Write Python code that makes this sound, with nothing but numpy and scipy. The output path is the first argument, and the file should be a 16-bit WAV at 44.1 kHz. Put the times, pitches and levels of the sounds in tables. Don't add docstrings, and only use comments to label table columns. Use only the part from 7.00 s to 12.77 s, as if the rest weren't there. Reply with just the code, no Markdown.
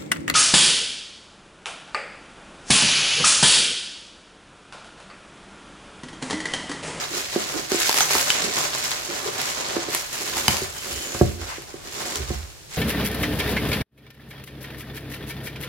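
import sys
import numpy as np
from scipy import signal
from scipy.fft import rfft, irfft, next_fast_len
from scipy.io import wavfile
from scipy.ndimage import uniform_filter1d

SR = 44100
rng = np.random.default_rng(int(sys.argv[2]) if len(sys.argv) > 2 else 0)


def bounce(signal):
    frames = np.transpose(np.atleast_2d(signal))
    limited = np.clip(frames, -1, 1)
    pcm = np.round(limited * 32767).astype(np.int16)
    wavfile.write(sys.argv[1], SR, pcm)


N = 254456
TIME = np.arange(N) / SR
TOP_HZ = .45 * SR
SLIDE_ATTACK_S, SLIDE_T60_S = .041, .19


def undb(db):
    return 10 ** (np.asarray(db) / 20)


def unit(x):
    return x / np.sqrt(np.mean(x ** 2))


def pan(left_db):
    return undb(np.array([[left_db], [-left_db]]) / 2)


def decay(t, t60_s):
    return np.exp(-np.log(1000) * np.maximum(t, 0) / t60_s)


def add(out, start_s, sound):
    i = max(int(start_s * SR), 0)
    out[..., i:i + sound.shape[-1]] += sound[..., :N - i]


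def band(x, lo_hz, hi_hz, order=2):
    return signal.sosfilt(signal.butter(order, [lo_hz, hi_hz], "band", fs=SR, output="sos"), x)


def colour(x, spectrum):
    hz, db = np.transpose(spectrum)
    size = next_fast_len(N)
    bins_hz = np.maximum(np.fft.rfftfreq(size, 1 / SR), 1)
    gain = undb(np.interp(np.log(bins_hz), np.log(hz), db))
    return irfft(rfft(x, size) * gain, size)[..., :N]


def convolve(x, response):
    return signal.oaconvolve(np.atleast_2d(x), response, axes=1)[:, :N]


def burst(t60_s, hold_s=0):
    t = np.arange(int(SR * (hold_s + t60_s)) + 2) / SR
    noise = rng.standard_normal((2, len(t))) * decay(t - hold_s, t60_s)
    return noise / np.sqrt(np.sum(noise ** 2, axis=1, keepdims=True))


def pop(x, db, over_s=.003):
    return x * undb(db) * np.sqrt(over_s * SR / np.sum(x ** 2, axis=1, keepdims=True))


def ring(modes, wide_hz):
    t = np.arange(SR // 2) / SR
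    out = 0
    for k, (hz, db, t60_s) in enumerate(modes):
        skew_rad = (-1) ** k * min(hz / wide_hz, 1) * np.array([[1], [-1]]) * np.pi / 4
        out = out + undb(db) * np.sin(2 * np.pi * hz * t + skew_rad) * decay(t, t60_s)
    return out


def clicks(per_s, spread_db):
    due = rng.random(N) < per_s / SR
    size = undb(spread_db * np.minimum(rng.standard_normal(N), 2.5))
    return due * size * rng.choice([-1, 1], N)


def strokes(rows, attack_s, t60_s):
    power = 0
    for start_s, length_s, db in rows:
        rise = np.clip((TIME - start_s) / attack_s, 0, 1)
        fall = decay(TIME - start_s - length_s, t60_s)
        power = power + (undb(db) * rise * fall) ** 2
    return np.sqrt(power)


# f/Hz, level/dB
ROOM_SPECTRUM = [(18, -39), (30, 2), (145, 3), (194, -10.5), (364, -5.5), (1350, -15), (1540, -12),
                 (6550, -12), (14000, -22), (16000, -28)]
def room_tone(level_db=-44.5):
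    hiss = rng.standard_normal((2, N))
    hiss -= .094 * band(hiss, 18, 270, order=1)
    rumble = .4 * band(rng.standard_normal(N), 18, 370, order=1)
    return undb(level_db) * unit(colour(hiss + rumble, ROOM_SPECTRUM))


# t/s, length/s, level/dB, relative sheet body/dB, relative crispness/dB
PULLS = [(-.06, 0.052, -28, -5, -12), (0.086, 0.11, -29.5, -8, -9.5), (0.278, 0.31, -31.5, -6, -11),
         (0.672, 0.083, -26.5, -9, -9.5), (0.757, 0.13, -24, -11, -9), (.93, 0.045, -22, -6.5, -5),
         (1.063, 0.085, -22, -7.5, -10), (1.096, 0.029, -26.5, -17, 0), (1.216, 0.23, -26.5, -6.5, -14),
         (1.49, 0.15, -26.5, -5, -10), (1.69, 0.23, -29, -8, -10), (1.916, 0.27, -35, -5.5, -9.5),
         (2.073, 0.28, -34, -2.5, -10), (2.338, .16, -28, -6.5, -11), (2.52, 0.29, -31.5, -3, -14.5),
         (2.875, 0.067, -28, -8.5, -7), (3.084, 0.26, -31.5, -7, -7.5), (3.314, 0.055, -26, -7.5, -7.5),
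         (3.454, 0.061, -25.5, -5, -7), (3.698, 0.21, -37.5, -6.5, -5.5), (3.829, 0.4, -35, -8, -7),
         (4.368, 0.15, -38, -4, -10.5), (4.62, 0.19, -49, -1, -12), (4.806, 0.12, -40, -7.5, -9),
         (4.919, 0.24, -33, -5, -9.5), (5.247, 0.051, -36.5, -4.5, -8.5), (5.683, 0.088, -35.5, -8.5, -10)]
def pulling(share_db=0):
    start_s, length_s, db = np.transpose(PULLS)[:3]
    return strokes(zip(start_s, length_s, db + share_db), attack_s=.061, t60_s=.78)


# f/Hz, level/dB
FILM_SPECTRUM = [(35, -39), (60, -17), (149, 5.5), (212, -1), (371, 8.5), (636, 5.5), (682, -0.5),
                 (732, 4.5), (882, -1.5), (1140, -2.5), (2520, -6), (6580, -6), (8120, -9), (12700, -9),
                 (16000, -13)]
def crinkle(effort, facet_db=10, shiver_db=-4, slip_db=-8, catch_db=.99):
    facets = 0
    for hz in np.geomspace(800, 11000, 36):
        click = undb(shiver_db) * burst(t60_s=.076)
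        add(click, 0, burst(t60_s=.005))
        click += undb(facet_db) * band(click, hz / 1.35, hz * 1.35, order=1)
        buckles = clicks(per_s=70, spread_db=4.1)
        facets = facets + convolve(buckles, click * pan(2 * rng.standard_normal()))
    hiss = undb(slip_db) * rng.standard_normal((2, N))
    film = colour(unit(facets) + hiss, FILM_SPECTRUM)
    bass = band(film.mean(axis=0), 92, 370)
    body = band(film, 490, 1435, order=3)
    sheet = (body + undb(-1) * bass) / np.std(body)
    crackle = unit(band(film, 1683, 7720, order=4))
    crisp = unit(band(film, 8680, TOP_HZ, order=4))
    catch = undb(catch_db * unit(band(rng.standard_normal(N), 9, 18)))
    body_db, crisp_db = np.transpose(PULLS)[3:]
    pulled = pulling(body_db) * sheet + effort * crackle + pulling(crisp_db) * crisp
    return catch * pulled * pan(-1)


def creases(effort, per_s=8, at_db=-24.5, offset_db=-6, thud_db=-7, treble_db=-9):
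    due = rng.random(N) < per_s * effort / undb(at_db) / SR
    rows = []
    for i in np.flatnonzero(due):
        db = 20 * np.log10(effort[i]) + offset_db + rng.uniform(-2, 2)
        hz = 3000 * (6800 / 3000) ** rng.random()
        rows.append((i / SR, db, thud_db, treble_db, hz))
    return rows


# t/s, level/dB, relative thud/dB, relative treble/dB, f/Hz
CRACKS = [(.7184, -20, -7, -14, 2100), (.8012, -21, -13, -4, 6300), (.8314, -19, -11, -12, 6400),
          (.8937, -13.5, -2.5, -9, 1900), (.9127, -21, -5, -8, 3200), (.9276, -18, -11, -9, 4500),
          (.943, -17, -9, -4, 4500), (.9698, -18.5, -8, -14, 6500), (.9767, -16.5, -10, -13, 4400),
          (.985, -17, -7, -11, 4600), (1.0066, -13.5, -2.5, -10, 5300), (1.1518, -21, 2, -6, 4200),
          (1.1822, -17, -13, -8, 6700), (1.3029, -13.5, -14, -21, 3100), (1.5873, -22, -9, -12, 3100),
          (2.4163, -23, -11, -7, 3000), (2.9484, -17.5, -8, -1, 5000), (3.37, -22.5, -2, -9, 4800),
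          (3.4812, -8, -7, -9.5, 3000), (3.5683, -21, -17, -15, 4500), (4.1478, -32, 2, -10, 3700),
          (4.6209, -39, -5, 0, 6800), (5.1567, -20.5, -17, -22, 6100)]
def cracks(rows, thud_hz=880, tone_db=6, flutter_db=-12):
    out = np.zeros((2, N))
    for start_s, db, thud_db, treble_db, hz in rows:
        crack = burst(t60_s=.004, hold_s=.0011)
        tone = undb(tone_db) * band(crack, hz / .97, hz * 1.04, order=1)
        add(out, start_s, pop(band(crack, 1800, 8500) + tone, db))
        add(out, start_s, pop(band(crack, 7500, 12500), db + treble_db))
        jolt = burst(t60_s=.01)[:1]
        thud = band(jolt, 260, 1500, order=3) + band(jolt, thud_hz / 1.3, thud_hz * 1.3)
        add(out, start_s, pop(thud, db + thud_db))
    return out + undb(flutter_db) * convolve(out, burst(t60_s=.026))


# f/Hz, level/dB, t60/s
CASE_MODES = [(201, -10, 0.16), (233, 4, 0.017), (292, -24.5, 0.16), (352, -2, 0.1), (401, -7, 0.091),
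              (444, -6, 0.042), (560, -6, 0.045), (719.5, -10, 0.14), (940, -21, 0.091),
              (1108, -6.5, 0.038), (1370, -18, .08), (1636, -6, 0.043)]
# t/s, length/s, level/dB
RUBS = [(.09, 0.087, -27.5), (.5, .1, -29), (1.38, 0.11, -25), (2.06, 0.067, -27), (2.21, 0.091, -32),
        (2.66, 0.092, -31), (2.85, 0.1, -32), (3.17, 0.366, -33), (3.82, 0.45, -34), (4.33, 0.1, -33.5),
        (4.82, 0.064, -37), (4.93, 0.29, -32.5)]
def rubbing():
    slips = band(clicks(per_s=700, spread_db=0), 231, 680)
    murmur = convolve(slips, ring(CASE_MODES, wide_hz=790))
    power = uniform_filter1d(np.mean(murmur ** 2, axis=0), SR // 25)
    murmur /= np.sqrt(power + 1e-9)
    grip = strokes(RUBS, SLIDE_ATTACK_S, SLIDE_T60_S)
    return undb(-8.5) * grip * murmur * pan(-6)


# f/Hz, level/dB, t60/s
BENCH_MODES = [(60.3, -29, 0.97), (72.9, -17, 0.87), (86.6, -5, 0.33), (121.7, -4, 0.22), (149, -0.5, 0.11),
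               (201, 7.5, 0.064)]
# t/s, level/dB, bench share/dB, contact/ms, f/Hz favoured by the struck spot
KNOCKS = [(.361, -11, -37, 0.74, 302), (.718, -16, -26, 0.86, 304), (0.745, -17.5, -27, 0.46, 364),
          (1.154, -19, -12.5, .2, 210), (2.766, -16, -24.5, 0.37, 334), (2.885, -22, -15, 0.36, 488),
          (3.482, -19, 0, 0.69, 800), (3.618, -24, -5, .57, 410), (4.147, -23, -5, .3, 600),
          (4.212, -4.5, -21, 0.62, 505), (4.214, -6.5, -1, 1.9, 191), (4.288, -39, 8, 0.68, 380),
          (4.582, -29, -17, 0.82, 430), (4.741, -28, -14, 0.71, 415), (5.201, -28.5, -4, 1.1, 376),
          (5.304, -19.5, -3.5, 0.53, 302)]
def knocks(clatter_db=-2, spot_db=7, grip_detune=.031):
    out = np.zeros((2, N))
    bench = band(ring(BENCH_MODES, wide_hz=342), 56, 1300, order=4)
    for start_s, db, bench_db, contact_ms, spot_hz in KNOCKS:
        contact_samples = contact_ms * SR / 1000
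        force = np.sin(np.pi * np.minimum(np.arange(SR // 200) / contact_samples, 1))
        modes = []
        for hz, mode_db, t60_s in CASE_MODES:
            boost_db = spot_db * np.exp(-(4 * np.log(hz / spot_hz)) ** 2)
            gripped_hz = hz * (1 + grip_detune * rng.standard_normal())
            modes.append((gripped_hz, mode_db + boost_db, t60_s))
        case = undb(-5) * band(ring(modes, wide_hz=855), 236, 5500, order=3)
        add(case, 0, undb(clatter_db) * band(burst(t60_s=.09), 350, 4500))
        response = case * pan(-3) + undb(bench_db - 4) * bench * pan(-2)
        blow = signal.oaconvolve(response, force[None] / force.sum(), axes=1)
        add(out, start_s, undb(db) * blow)
    return out


# t/s, length/s, f/Hz, width/Hz, level/dB
NARROW_TONES = [(0.534, 0.071, 305, 30, -31.5), (1.005, 0.036, 6170, 220, -20),
                (2.249, 0.062, 410, 40, -32.5), (3.753, .08, 3080, 50, -42), (3.883, 0.2, 3040, 90, -41.5),
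                (3.992, 0.22, 6970, 300, -38.5), (4.464, 0.14, 2030, 900, -39.5),
                (4.479, 0.065, 1170, 595, -36), (5.157, 0.025, 6070, 600, -36)]
def narrow_tones():
    out = np.zeros((2, N))
    for start_s, length_s, hz, width_hz, db in NARROW_TONES:
        swell = signal.windows.tukey(int(length_s * SR), .5)
        noise = rng.standard_normal((2, len(swell)))
        tone = unit(band(noise, hz - width_hz / 2, hz + width_hz / 2, order=1))
        add(out, start_s, undb(db) * swell * tone)
    return out


# f/Hz, level/dB, t60/s
FITTING_MODES = [(820, -16, .03), (1650, -7, .02), (2760, -4, .025), (3020, 0, .05), (3190, -5, .025)]
# t/s, level/dB
CLINKS = [(1.303, -11), (3.481, -13)]
def clinks():
    taps = np.zeros(N)
    for start_s, db in CLINKS:
        add(taps, start_s, undb([db]))
    return convolve(taps, ring(FITTING_MODES, wide_hz=2030))


# t/s, length/s, level/dB
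ROCKS = [(3.31, .12, -41.5), (3.91, 0.051, -35.5), (4.3, 0.15, -37), (5.15, .29, -34)]
def rocking():
    judder = band(clicks(per_s=500, spread_db=3), 55, 84)
    rumble = unit(convolve(judder, ring(BENCH_MODES, wide_hz=400)))
    return strokes(ROCKS, SLIDE_ATTACK_S, SLIDE_T60_S) * rumble * pan(-3.1)


def scene(reverb_t60_s=.33, reverb_db=-6.5):
    air = room_tone()
    effort = pulling()
    direct = crinkle(effort) + cracks(creases(effort) + CRACKS)
    direct += rubbing() + knocks() + narrow_tones() + clinks() + rocking()
    tail = band(burst(reverb_t60_s), 69, TOP_HZ, order=1)
    walls = np.pad(tail, ((0, 0), (SR // 200, 0)))
    return direct + undb(reverb_db) * convolve(direct, walls) + air


def record(dry, cutoff_hz=15900):
    lowpass = signal.ellip(10, .2, 80, cutoff_hz, fs=SR, output="sos")
    return signal.sosfilt(lowpass, np.clip(dry, -1, 1))


dry = scene()
out = record(dry)
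bounce(out)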